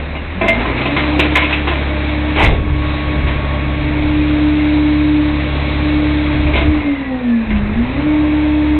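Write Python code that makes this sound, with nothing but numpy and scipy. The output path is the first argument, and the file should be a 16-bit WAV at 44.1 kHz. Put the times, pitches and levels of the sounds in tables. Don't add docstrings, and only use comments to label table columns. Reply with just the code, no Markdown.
import sys
import numpy as np
from scipy import signal
from scipy.io import wavfile
from scipy.ndimage import uniform_filter1d

SR = 44100
rng = np.random.default_rng(int(sys.argv[2]) if len(sys.argv) > 2 else 0)


def unload_wav(signal):
    wavfile.write(
        sys.argv[1],
        SR,
        np.round(np.clip(np.atleast_2d(signal).T, -1, 1) * 32767).astype(np.int16),
    )


N = 387624

# pitch_hz, level_db, t60_s
HOPPER_MODES = [(201, 0.5, 0.18), (249, -4, 0.18), (327.4, 4, 0.14), (360, -2, 0.36), (403.5, -7, 0.71),
                (526, -7.5, 0.17), (597, -5.5, 0.47), (661.7, -1, 0.37), (794, -0.5, 0.15),
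                (1014, 2.5, 0.24), (1035, 0.5, 0.11), (1255, -6.5, 0.33), (1486, -10.5, .12),
                (1800, -10, 0.11), (2096, 0.5, 0.3), (2180, -7, 0.48), (2314, -5.5, 0.37), (2395, 4, 0.071),
                (2570, -0.5, .1), (2668, -3, 0.21), (2700, -6, 0.083), (3430, -16, .12), (3730, -17.5, .1)]
# start_s, level_db, pitch_hz
BODY_THUDS = [(0.6, -15, 52), (2.403, -19, 78), (2.438, -1, 111), (2.477, 0.5, 56), (2.518, -6, 51.6),
              (2.659, -22, 57), (2.718, -8, 73), (3.287, -13, 64.8), (3.871, -14.5, 61), (6.347, -9, 74.6),
              (6.386, -11, 73), (6.461, -9.5, 78.1), (6.561, -12.5, 42), (6.677, -6, 80.5),
              (7.518, -8.5, 59), (7.552, -8, 70), (7.63, -12.5, 79.6), (7.7, -14.5, 75), (7.779, -12.5, 68)]


def gain_of(db):
    return 10 ** (np.asarray(db) / 20)


def unit_rms(x):
    return x / np.sqrt(np.mean(x ** 2) + 1e-20)


def curves(rows):
    times_s, *columns = np.transpose(rows)
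    return [np.interp(np.arange(N) / SR, times_s, column) for column in columns]


def add(mix, start_s, sound):
    part = mix[round(start_s * SR):][:len(sound)]
    part += sound[:len(part)]


def drift(per_s):
    count = int(N / SR * per_s) + 2
    return np.interp(np.arange(N) / SR * per_s, np.arange(count), rng.standard_normal(count))


def bursts(rows, rise_s, t60_s, hold_s=0):
    t = np.arange(N) / SR
    return sum(np.clip((t - s) / rise_s + 1, 0, 1) * gain_of(db - 60 * np.maximum(t - s - hold_s, 0) / t60_s)
               for s, db in rows)


def swells(rows, edge_s=0.24):
    t = np.arange(N) / SR
    return sum(db * np.clip(np.minimum(t - start, end - t) / edge_s, 0, 1) for start, end, db in rows)


def noise(colour, patchy_db):
    frames, hz = N // 512 + 5, np.fft.rfftfreq(2048, 1 / SR)
    real, imag, patches = rng.standard_normal((frames, 1025, 3)).T
    patches = unit_rms(uniform_filter1d(uniform_filter1d(patches, size=16, axis=0), size=6, axis=1))
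    colour_hz, colour_db = np.transpose(colour)
    db = np.interp(np.log(hz + 1), np.log(colour_hz + 1), colour_db, left=-90, right=-90)[:, None]
    spectra = (real + 1j * imag) * gain_of(db + patchy_db * patches)
    return unit_rms(signal.istft(spectra, nperseg=2048, noverlap=1536)[1][:N])


def tone(cycles, db, waver_db, waver_per_s):
    phase = 2 * np.pi * cycles + 0.13 * waver_db * drift(waver_per_s)
    return np.sqrt(2) * gain_of(db + waver_db * drift(waver_per_s)) * np.sin(phase)


def engine(teeth, firing_per_tooth=.2326):
    # time_s, firing_db, second_order_db
    exhaust = [(0, -41, -24), (.4, -29, -27), (.6, -19.5, -26.5), (.85, -27, -25), (1.2, -18, -26.5),
               (2.3, -18.5, -29.5), (2.8, -19, -25), (5.0, -18, -24), (6.0, -18.5, -25), (6.3, -19, -25.5),
               (6.7, -13.5, -26), (6.9, -33, -37.5), (7.4, -34.5, -35), (7.6, -26.5, -40), (8.0, -25, -25),
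               (8.3, -21.5, -29.5), (8.79, -19, -30)]
    # firing_multiple, relative_db
    weak_orders = [(.5, -18.5), (1.5, -12.5), (3, -17.5), (4, -24.5)]
    # time_s, level_db, extra_treble_db
    roar_levels = [(0, -26, -3), (.35, -26, -3.5), (.6, -16.5, -6.5), (.85, -19, 1.5), (1.4, -20, -0.5),
                   (1.6, -20.5, -1), (2.3, -22, 0.5), (2.62, -24.5, -6), (2.9, -21.5, 3.5), (3.3, -22, -3),
                   (3.7, -23.5, -0.5), (4.4, -21.5, 2), (5.1, -22, 3), (6.45, -22, 2.5), (6.76, -20, -3),
                   (7.2, -28, -1.5), (7.66, -23.5, -6.5), (8.0, -22, -3.5), (8.79, -23, -2)]
    # frequency_hz, density_db
    roar_colour = [(88, -34.5), (150, -14), (185, -18), (240, -9), (300, -11), (360, -16), (500, -16.5),
                   (600, -15.5), (740, -20), (990, -19), (1350, -24), (2200, -19), (2650, -21.5),
                   (3050, -29.5), (3500, -27.5), (4700, -17.5)]
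    firings = firing_per_tooth * teeth
    firing_db, second_db = curves(exhaust)
    hum = tone(firings, firing_db, 1, 14) + tone(2 * firings, second_db, 0.61, 12)
    hum += sum(tone(order * firings, firing_db + db, 1.6, 12) for order, db in weak_orders)
    roar_db, treble_db = curves(roar_levels)
    knock = 1 + 0.3 * np.exp(-(firings % 1) / 0.16) * (1 + .3 * (firings % 2 < 1))
    roar = unit_rms(knock * gain_of(0.28 * drift(40)) * noise(roar_colour, 1.1))
    treble = signal.sosfiltfilt(signal.butter(2, 2700, "highpass", fs=SR, output="sos"), roar)
    roar += (gain_of(treble_db + 0.64 * drift(60)) - 1) * treble
    return hum + gain_of(roar_db) * roar


def rumble():
    # frequency_hz, density_db
    colour = [(12, -11.5), (25, -7.5), (50, -3.5), (100, -6), (200, -19.5), (300, -20), (450, -24)]
    # start_s, end_s, extra_db
    bass_swells = [(2.9, 4.4, 6), (6.8, 7.5, -8)]
    shaken = bursts([(s, db - 16.5) for s, db, _ in BODY_THUDS], rise_s=0.084, t60_s=1.1)
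    background = gain_of(-33 + swells(bass_swells) + 3.2 * drift(3.1))
    return (background + shaken) * noise(colour, 0.98)


def street_gain(hz, floor_db=-22):
    notches_hz = [140, 170, 198, 220, 249.5, 268, 277, 294.5, 312]
    humps = gain_of([-5, -0.5, -4, -0.5, -9, -8, -2, 0])
    place = np.interp(hz, notches_hz, np.arange(len(notches_hz)))
    hump = humps[np.minimum(place.astype(int), len(humps) - 1)]
    return gain_of(floor_db) + hump * np.sin(np.pi * (place % 1))


def pump(tooth_hz, teeth, governed_hz=301, mesh_per_tooth=3.687, whine_per_tooth=7.395):
    # time_s, level_db
    source_levels = [(0, -28), (.3, -34), (.4, -22), (.9, -18), (1.12, -17.5), (1.65, -22.5), (1.8, -33),
                     (1.95, -23.5), (2.3, -21.5), (2.5, -32), (2.7, -20.5), (3.2, -23.5), (3.5, -31),
                     (3.9, -18.5), (4.35, -11), (5.2, -10), (5.55, -27), (5.95, -13), (6.35, -17),
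                     (6.55, -17), (6.75, -10.5), (7.55, -10.5), (7.68, -16.5), (7.8, -12), (8.79, -12.5)]
    # tooth_rate_multiple, level_db
    buzzes = [(5.28, -45), (6, -47), (8.14, -46), (11, -44), (12.09, -49)]
    # start_s, end_s, extra_db
    second_swells = [(6.7, 7.5, 3.5), (7.75, 8.25, 4.5)]
    third_swells = [(6.9, 7.35, 13.5), (7.9, 9.0, 8)]
    mesh_swells = [(2.2, 3.9, 12.5), (5.0, 6.1, 8)]
    whine_swells = [(6.6, 7.2, 8.5), (7.1, 7.55, 5.5)]
    glide_hz_per_s = uniform_filter1d(np.gradient(tooth_hz) * SR, size=8000)
    sliding = np.minimum(abs(glide_hz_per_s) / 60, 1)
    rough_db = 2.6 * sliding
    speed_db = 12.5 * np.log2(tooth_hz / governed_hz)
    ripple = street_gain(tooth_hz) * tone(teeth, curves(source_levels)[0], 0.74, 15)
    ripple += tone(2 * teeth, -35 + swells(second_swells) + speed_db, 3.5 + rough_db, 42)
    ripple += tone(3 * teeth, -44.5 + swells(third_swells) + speed_db, 1.5 + rough_db, 45)
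    ripple += sum(tone(multiple * teeth, db - 25 * sliding, 1.7, 13) for multiple, db in buzzes)
    mesh = tone(mesh_per_tooth * teeth, -46 + swells(mesh_swells) + speed_db, 0.71 + rough_db, 22)
    whine = tone(whine_per_tooth * teeth, -36.5 + swells(whine_swells) + 1.6 * speed_db, .3, 9.9)
    chatter = .85 + .7 * drift(110)
    return ripple + mesh + whine * chatter


def squeak(length_s, from_hz, to_hz, db):
    hz = np.linspace(from_hz, to_hz, round(length_s * SR))
    return np.sqrt(2) * gain_of(db) * np.hanning(len(hz)) ** .5 * np.sin(2 * np.pi * np.cumsum(hz) / SR)


def hopper_ring(force, weights):
    t, phases = np.arange(12000) / SR, rng.random(len(HOPPER_MODES))
    modes = sum(weight * gain_of(db - 60 * t / t60) * np.sin(2 * np.pi * (hz * t + phase))
                for weight, phase, (hz, db, t60) in zip(weights, phases, HOPPER_MODES))
    return signal.oaconvolve(force, modes * np.minimum(t / 0.0012, 1))


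def blow(peak_db, high_hz, low_hz, low_db, ring_share, rise_s=.003, t60_s=.21):
    t, mode_hz = np.arange(14000) / SR, np.transpose(HOPPER_MODES)[0]
    burst = rng.standard_normal(len(t)) * gain_of(-60 * t / t60_s) * np.minimum(t / rise_s, 1)
    near = lambda hz: 0.46 + np.exp(-(np.log(mode_hz / hz) / 0.079) ** 2)
    weights = np.where(mode_hz > 1400, near(high_hz), gain_of(low_db) * near(low_hz))
    bounces = burst * gain_of(-30 * t / t60_s)
    force = signal.unit_impulse(len(t)) + 0.82 * bounces / np.linalg.norm(bounces)
    ring = hopper_ring(force, weights)[:len(t)] * gain_of(-20 * t / t60_s)
    bright = signal.lfilter(*signal.butter(1, [0.79 * high_hz, 1.13 * high_hz], "bandpass", fs=SR), burst)
    dull = signal.lfilter(*signal.butter(1, [160, 1300], "bandpass", fs=SR), burst)
    crunch = bright + 0.58 * gain_of(low_db) * dull
    sound = ring_share * unit_rms(ring) + (1 - ring_share) * unit_rms(crunch)
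    return gain_of(peak_db) * sound / abs(sound).max()


def tumble(ticks_per_s=300):
    # peak_s, level_db
    spills = [(.488, -22), (.972, -16), (1.2, -13.5), (1.362, -9.5), (1.5, -18.5), (1.68, -18), (3.28, -21)]
    hiss = rng.standard_normal(N)
    sizes = gain_of(6.2 * np.minimum(rng.exponential(1, N), 4))
    ticks = hiss * (0.47 + sizes * (rng.random(N) < ticks_per_s / SR))
    ring = hopper_ring(ticks, np.transpose(HOPPER_MODES)[0] > 500)[:N]
    direct = signal.lfilter(*signal.butter(1, [500, 3500], "bandpass", fs=SR), ticks)
    return bursts(spills, rise_s=0.011, t60_s=0.56) * unit_rms(.5 * unit_rms(ring) + unit_rms(direct))


def thud(db, hz, t60_s=0.14):
    t = np.arange(20000) / SR
    panel = 0.23 * gain_of(-30 * t / t60_s) * np.sin(2 * np.pi * 2.9 * hz * t)
    envelope = gain_of(db - 60 * t / t60_s) * np.minimum(t / 0.0032, 1)
    return envelope * (np.sin(2 * np.pi * hz * t) + panel)


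def blade_slam(start_s=2.34, level_db=-9, rise_s=0.073):
    # frequency_hz, density_db
    colour = [(90, -18), (220, -8), (600, -11), (1300, -21), (2200, -15), (3100, -24), (4700, -22.5)]
    return bursts([(start_s + rise_s, level_db)], rise_s, t60_s=0.47, hold_s=0.051) * noise(colour, 3)


def scene(empty_until_s=.55):
    # time_s, tooth_rate_hz
    shaft = [(0, 153), (.25, 158), (.35, 175), (.45, 208), (.55, 233), (.75, 265), (1.0, 297),
             (1.12, 301.7), (2.4, 301.3), (2.6, 300.3), (6.5, 300.4), (6.6, 293), (6.72, 306), (7.1, 261.5),
             (7.6, 204), (7.7, 209.5), (7.95, 270), (8.015, 295), (8.07, 302), (8.79, 302)]
    # start_s, peak_db, high_ring_hz, low_ring_hz, low_part_db
    blows = [(0.15, -17.5, 2980, 806, -0.5), (0.412, -3, 1890, 670, 0), (0.44, -7, 2100, 665, 14),
             (0.461, -8.5, 2600, 670, 8), (0.481, 2, 2065, 670, -2), (0.604, -9.5, 1860, 567, 10),
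             (0.652, -6.5, 1710, 1010, 12), (0.679, -11, 2260, 350, 0), (0.777, -16.5, 2270, 514, 1),
             (0.81, -8.5, 2430, 355, 4), (0.855, -5.5, 2530, 647, 4), (0.964, -5, 2170, 766, 1),
             (1.079, -15.5, 2090, 328, -1), (1.192, 4, 2550, 340, 0), (1.25, -7, 2000, 338, 11),
             (1.319, -13, 1990, 326, 1), (1.354, 4, 2120, 990, -10.5), (1.419, -3.5, 2230, 970, -1),
             (1.444, -5.5, 2460, 624, -18), (1.526, -1, 2530, 317, -15.5), (1.671, -4.5, 2130, 330, 3),
             (1.709, -7.5, 2230, 319, 17), (2.36, -10, 2200, 400, 3), (2.385, -7, 1900, 718, 1),
             (2.4, -3.5, 2230, 660, 4), (2.424, -4, 2060, 630, 2), (2.444, -0.5, 2230, 670, -4),
             (3.27, -13.5, 1900, 640, 1), (6.466, -11, 2330, 329, -1.5), (6.555, -4.5, 3500, 660, -0.5),
             (6.534, -4.5, 2250, 320, 1.5), (6.575, -5, 2190, 760, 4), (6.609, -5, 1990, 326, 13),
             (6.65, -15, 2100, 600, 3), (7.503, -12.5, 1960, 385, -2.5), (7.56, -17, 2500, 384, 3)]
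    # start_s, length_s, from_hz, to_hz, level_db
    squeaks = [(.09, 0.06, 3950, 3850, -43), (.155, 0.061, 2900, 2800, -36)]
    tooth_hz = curves(shaft)[0]
    teeth = np.cumsum(tooth_hz) / SR
    mix = engine(teeth) + rumble() + pump(tooth_hz, teeth) + tumble() + blade_slam()
    for start_s, *row in blows:
        ring_share = .75 if start_s < empty_until_s else .55
        add(mix, start_s, blow(*row, ring_share))
    for table, source in (BODY_THUDS, thud), (squeaks, squeak):
        for start_s, *row in table:
            add(mix, start_s, source(*row))
    return mix[None]


def record(dry, mic_hz=4050, stop_hz=4680, threshold_db=-13, recovery_db_per_s=9.6, ceiling=.715):
    rounded = .98 * np.tanh(dry / .98)
    band = signal.sosfilt(signal.butter(8, mic_hz, fs=SR, output="sos"), rounded)
    band = signal.sosfilt(signal.cheby2(12, 60, stop_hz, fs=SR, output="sos"), band)
    power_db = 10 * np.log10(abs(uniform_filter1d(band[0] ** 2, size=2000)) + 1e-12)
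    recovery_db = np.arange(N) * recovery_db_per_s / SR
    held_db = np.maximum.accumulate(power_db + recovery_db) - recovery_db
    over_db = np.maximum(held_db - threshold_db, 0)
    duck_db = 0.43 * signal.lfilter([.0004], [1, -.9996], over_db)
    clipped = np.clip(band / gain_of(duck_db), -ceiling, ceiling) - .0028
    lowpass = signal.firwin(511, 15800, window=("kaiser", 9), fs=SR)
    return signal.oaconvolve(clipped, lowpass[None], "same")


dry = scene()
out = record(dry)
unload_wav(out)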